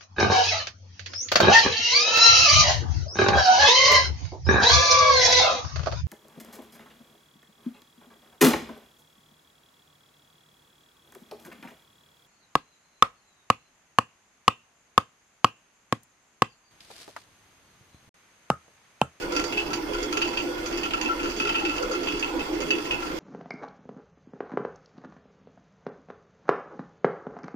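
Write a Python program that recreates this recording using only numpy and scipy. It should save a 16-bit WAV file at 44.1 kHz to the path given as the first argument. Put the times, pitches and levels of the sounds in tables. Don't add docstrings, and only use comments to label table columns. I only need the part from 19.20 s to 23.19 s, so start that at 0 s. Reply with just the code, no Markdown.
import sys
import numpy as np
from scipy import signal
from scipy.fft import rfft, irfft
from scipy.io import wavfile
from scipy.ndimage import uniform_filter1d

SR = 44100
rng = np.random.default_rng(int(sys.argv[2]) if len(sys.argv) > 2 else 0)


def to_wav(s):
    ch = np.atleast_2d(s).T
    pcm = np.round(np.clip(ch, -1, 1) * 32767)
    wavfile.write(sys.argv[1], SR, pcm.astype(np.int16))


N = 175959
TURN_S, TURN_START_S = 0.636, 0.024
LOW_HZ, HIGH_HZ = 1700, 4000


def gain_of(db):
    return 10 ** (np.asarray(db) / 20)


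def evened(x):
    return x / np.sqrt(np.mean(x ** 2) + 1e-20)


def read(points, hz):
    f, value = np.transpose(points)
    return np.interp(np.log(hz + 1), np.log(f + 1), value)


def resonate(x, hz, width):
    r = np.exp(-np.pi * width / SR)
    return signal.lfilter([1, 0, -1], [1, -2 * r * np.cos(2 * np.pi * hz / SR), r * r], x)


def sides(db):
    return gain_of([db / 2, -db / 2])


def wander(per_s):
    knots = rng.standard_normal(400)
    return np.interp(np.arange(N) / SR * per_s, np.arange(len(knots)), knots)


# (frequency [Hz], width [Hz], level [dB], swing over a turn [dB],
# phase of the swing's crest [turns], left-right difference [dB])
STONE = [(33.6, 16, -48, 2, 0.15, 1.2), (263.9, 20, -53, -3, 0.074, -6), (309.2, 27, -41.5, 3, 1, -2.5),
         (343, 17, -39.5, 0.5, 0.081, -0.5), (413.6, 11.5, -45, 5, 0.44, -3),
         (502.2, 39.7, -45, 6, 0.15, -3.5), (819, 73, -53.5, 8, 0.83, 4), (982, 102, -47, 2.5, 0.92, -3.5),
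         (1452, 40, -51, 5.5, 0.076, -1), (2111, 37, -53.5, 3, 0.18, -6.5),
         (3346, 110, -51.5, 2.5, 0.4, -8)]
# (time [s], level change [dB])
LOAD = [(0.18, 8), (0.61, 6.5), (0.78, 3.5), (0.92, 4.5), (1.05, 7), (1.27, 8), (1.56, 6.5), (1.87, 7),
        (2.06, 7), (2.47, 9), (2.78, 7), (2.95, 4.5), (3.172, 9), (3.25, -9), (3.34, 10.5), (3.55, 7.5)]
# (time [s], level [dB])
UPPER = [(0, 5.5), (0.3, 0), (2.48, -2.5), (2.61, 6), (2.9, 1.7), (3.45, 2), (3.55, 8), (3.76, -3.5)]
# (frequency [Hz], likeness [0-1])
LIKENESS = [(60, 0.99), (150, 0.95), (430, 0.84), (520, 0.22), (800, 0), (15000, 0.09)]
LUMP_DB, LUMPS_PER_S = 3, 24
JOLT_DB, JOLTS_PER_S = 1.8, 16
SURGE_S = 0.043


def stone():
    t = np.arange(N) / SR
    rumble, hum = np.zeros((2, N)), np.zeros((2, N))
    load = sum(db * np.exp(-((t - s) / SURGE_S) ** 2) for s, db in LOAD)
    upper = np.interp(t, *np.transpose(UPPER))
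    jolts = JOLT_DB * wander(JOLTS_PER_S)
    for hz, width, db, swing_db, crest, pan_db in STONE:
        left, other = rng.standard_normal((2, N))
        same = np.clip(read(LIKENESS, hz), 0, 1)
        noise = np.array([left, same * left + np.sqrt(1 - same ** 2) * other])
        ring = resonate(resonate(noise, hz, width), hz, 2 * width)
        turn = swing_db * np.cos(2 * np.pi * ((t - TURN_START_S) / TURN_S - crest))
        level = db + turn + jolts + LUMP_DB * wander(LUMPS_PER_S)
        level = level + upper * (400 < hz < 720)
        layer = hum if 230 < hz < 400 else rumble
        layer += evened(ring) * gain_of(level) * sides(pan_db)[:, None]
    power = (hum ** 2).mean(0)
    steady = hum * np.sqrt(power.mean() / uniform_filter1d(power, size=round(SURGE_S * SR)))
    return rumble + steady * gain_of(load)


# (frequency [Hz], relative density [dB per Hz])
GRIND = [(20, -5), (103, -22.5), (200, -7), (339, -5), (660, -9.5), (1360, -12.5), (2650, -18),
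         (3900, -25.5), (4610, -19), (7810, -32.5), (13500, -40.5), (14900, -32), (15600, -44)]
# (frequency [Hz], left-right difference [dB])
TILT = [(60, -1.5), (110, -17), (200, 0), (380, -5.5), (700, -7), (1290, 1), (2380, -6.5), (4400, -7.5),
        (8120, -8.5), (15000, -14)]
GRIND_DB, PATCH_DB, FLICKER_DB = -36.5, 2.4, 0.57


def grind():
    frames, hz = N // 128 + 5, np.fft.rfftfreq(512, 1 / SR)
    a, b, c, d, patches = rng.standard_normal((frames, 257, 5)).T
    patches = uniform_filter1d(patches, size=6, axis=0)
    patches = evened(uniform_filter1d(patches, size=20, axis=1))
    flicker = evened(uniform_filter1d(rng.standard_normal(frames), size=6))
    same, left = np.clip(read(LIKENESS, hz), 0, 1)[:, None], a + 1j * b
    right = same * left + np.sqrt(1 - same ** 2) * (c + 1j * d)
    spectra = np.array([left, right]) * sides(read(TILT, hz))[:, :, None]
    level = read(GRIND, hz)[:, None] + PATCH_DB * patches
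    level += FLICKER_DB * flicker * (hz[:, None] > LOW_HZ)
    hiss = signal.istft(spectra * gain_of(level), nperseg=512, noverlap=384)[1][:, :N]
    return gain_of(GRIND_DB) * evened(hiss)


RATTLE_PER_S, RATTLE_DB, RATTLE_SPREAD_DB = 110, -48, 3.5


def rattle():
    height = gain_of(RATTLE_SPREAD_DB * np.minimum(rng.exponential(1, N), 4))
    return height * (rng.random(N) < RATTLE_PER_S / SR)


# (frequency [Hz], relative level [dB], t60 [s], left-right difference [dB])
STICK = [(899, -15.5, 0.12, 8.5), (1357, 0, 0.06, 3), (1907, -2.5, 0.0096, 0), (2453, -15.5, 0.026, -9),
         (2639, -1.5, 0.052, -2), (2853, 16.5, 0.0054, -3), (4673, -11, 0.027, -17.5),
         (5180, -14, 0.013, -20), (5770, -7.5, 0.0063, -16), (6617, -4.5, 0.0088, -12)]
# (time [s], relative level [dB], low modes [dB], middle modes [dB], high modes [dB])
TAPS = [(0.1213, -23, -12, -35, -8.5), (0.1634, -17, -17, -12.5, -5.5), (0.195, -13, -20.5, -18, -16),
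        (0.2394, -21, -26, -33, -3), (0.324, -15, -32, -12.5, -23), (0.373, -17.5, -43, -8.5, -18),
        (0.532, -15.5, -27, -16, -10.5), (0.708, -33, -4.5, -20, -30), (0.8275, -29.5, -7, -44, 2.5),
        (0.9257, -17, -11.5, -15, -7), (0.971, -16, -12, -11, -8), (1.0161, -19, -11.5, -2, -11),
        (1.075, -32, -19, -2, 1), (1.172, -21.5, -37, -1, -9.5), (1.226, -33, -27, -12, -17),
        (1.4601, -22.5, -5, -37, -4), (1.524, -39, -38, -27, -4), (1.573, -30.5, -28, -9, 1),
        (1.6325, -29.5, -4, 4, -3), (1.659, -29, -9, -5, -9), (1.708, -22.5, -11, -0.5, -22),
        (1.7353, -24.5, -2, 2.5, -5), (1.812, -27.5, -15, 4, 3), (1.858, -25, -10, -1, -34),
        (1.887, -30, 7, -8, -30), (1.9928, -30, 0, -4.5, -30), (2.0306, -32, 6, -2, -2),
        (2.0988, -38, -22, -18, 3), (2.1627, -33.5, -29, -10, 3), (2.199, -19, -6.5, -4.5, -11),
        (2.2503, -22, -4.5, -2, -10), (2.2916, -19, -9, -5, -20), (2.344, -25.5, -5, 2, -55),
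        (2.398, -31.5, -12, 0, -32), (2.4502, -25, -6, 2.5, -9), (2.4918, -24.5, -7, -4, -13),
        (2.624, -33, -1, -31, 2), (2.711, -35.5, 8, -28, 3), (2.8317, -28.5, -3, -13, -7),
        (2.8716, -25.5, -8, 1.5, -10), (2.921, -22, -14, -11, -13.5), (2.9944, -34, -9, -24, 6.5),
        (3.026, -20.5, -12.5, -4, -17), (3.1933, -28, -4.5, -2.5, -10), (3.4027, -27, -39, -11, -6),
        (3.505, -21.5, -8, 5.5, -2), (3.655, -31, -12, -6, -20), (3.709, -13.5, -32, -8.5, -26),
        (3.7609, -49, -9, -19, -35)]
TAP_DB, SPREAD_DB = 4.5, 1.6
CHATTER_S, CHATTER_PER_S, RISE_S = 0.0074, 1500, 0.00075
STRIKE_DB, RUN_ON_DB, RUN_ON_S = -3.5, -12.5, 0.025
SOFT_CYCLES = 3.85
RIGHT_LATE_S = 0.0005


def stick(bumps):
    rows, t, out = np.array(TAPS), np.arange(SR // 4) / SR, np.zeros((2, N))
    at = (rows[:, 0] * SR).astype(int)
    chance = rng.standard_normal((len(rows), len(STICK)))
    rebound = gain_of(RUN_ON_DB) * np.exp(-t / RUN_ON_S)
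    shape = (1 - np.exp(-t / RISE_S)) * np.exp(-t / CHATTER_S)
    shape /= np.sqrt(np.sum(shape ** 2) * CHATTER_PER_S / SR)
    for k, (hz, db, t60, pan_db) in enumerate(STICK):
        group = rows[:, 2 + (hz > LOW_HZ or k == 0) + (hz > HIGH_HZ)]
        taps = np.zeros(N)
        taps[at] = gain_of(TAP_DB + rows[:, 1] + group + SPREAD_DB * chance[:, k])
        rebounds = np.sign(bumps) * signal.oaconvolve(taps, rebound)[:N]
        blows = taps + gain_of(RATTLE_DB) * bumps + rebounds
        grains = rng.choice([-1., 1.], N) * (rng.random(N) < CHATTER_PER_S / SR)
        chatter = signal.oaconvolve(blows, shape)[:N] * grains
        drive = chatter + gain_of(STRIKE_DB) * blows
        envelope = gain_of(db - 60 * t / t60) * (1 - np.exp(-t * hz / SOFT_CYCLES))
        ring = envelope * np.sin(2 * np.pi * hz * t)
        out += sides(pan_db)[:, None] * signal.oaconvolve(drive, ring)[:N]
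    out[1] = np.roll(out[1], round(RIGHT_LATE_S * SR))
    return out


CRACK_DB, CRACK_S, CRACK_HZ, CRACK_TOP_HZ = 5, 0.006, 2200, 12800


def crack(bumps):
    rows, t = np.array(TAPS), np.arange(SR // 4) / SR
    blows = gain_of(RATTLE_DB) * bumps
    blows[(rows[:, 0] * SR).astype(int)] += gain_of(rows[:, 1] + rows[:, 4] / 2)
    shape = (1 - np.exp(-t / RISE_S)) * np.exp(-t / CRACK_S)
    burst = signal.oaconvolve(blows, shape)[:N] * rng.standard_normal((2, N))
    hz = np.fft.rfftfreq(N, 1 / SR)
    colour = gain_of(read(GRIND, hz) - read(GRIND, CRACK_HZ)) * sides(read(TILT, hz))
    colour *= np.minimum(hz / CRACK_HZ, 1) / (1 + (hz / CRACK_TOP_HZ) ** 2)
    return gain_of(CRACK_DB) * irfft(rfft(burst) * colour, N)


ROOM_DB, ROOM_T60 = -5, 0.17


def room(x):
    length = SR // 3
    slots, out = np.arange(150, length - 20, 20), 0
    decay = gain_of(-60 * np.arange(length) / SR / ROOM_T60)
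    for k in range(3):
        echoes = np.zeros((2, length))
        at = slots + rng.integers(0, 20, (2, len(slots)))
        np.put_along_axis(echoes, at, rng.choice([-1., 1.], (2, len(slots))), 1)
        echoes *= decay
        share = np.sqrt(2 / 3) * np.cos(2 * np.pi * (np.arange(N) / SR / TURN_S + k / 3))
        out = out + signal.fftconvolve(x * share, echoes / np.linalg.norm(echoes[0]), axes=1)[:, :N]
    return out


def scene():
    bumps = rattle()
    wood = stick(bumps) + crack(bumps)
    return stone() + grind() + wood + gain_of(ROOM_DB) * room(wood)


def record(dry):
    lowpass = signal.firwin(511, 15650, window=("kaiser", 9), fs=SR)
    return signal.oaconvolve(dry, lowpass[None], "same")


dry = scene()
out = record(dry)
to_wav(out)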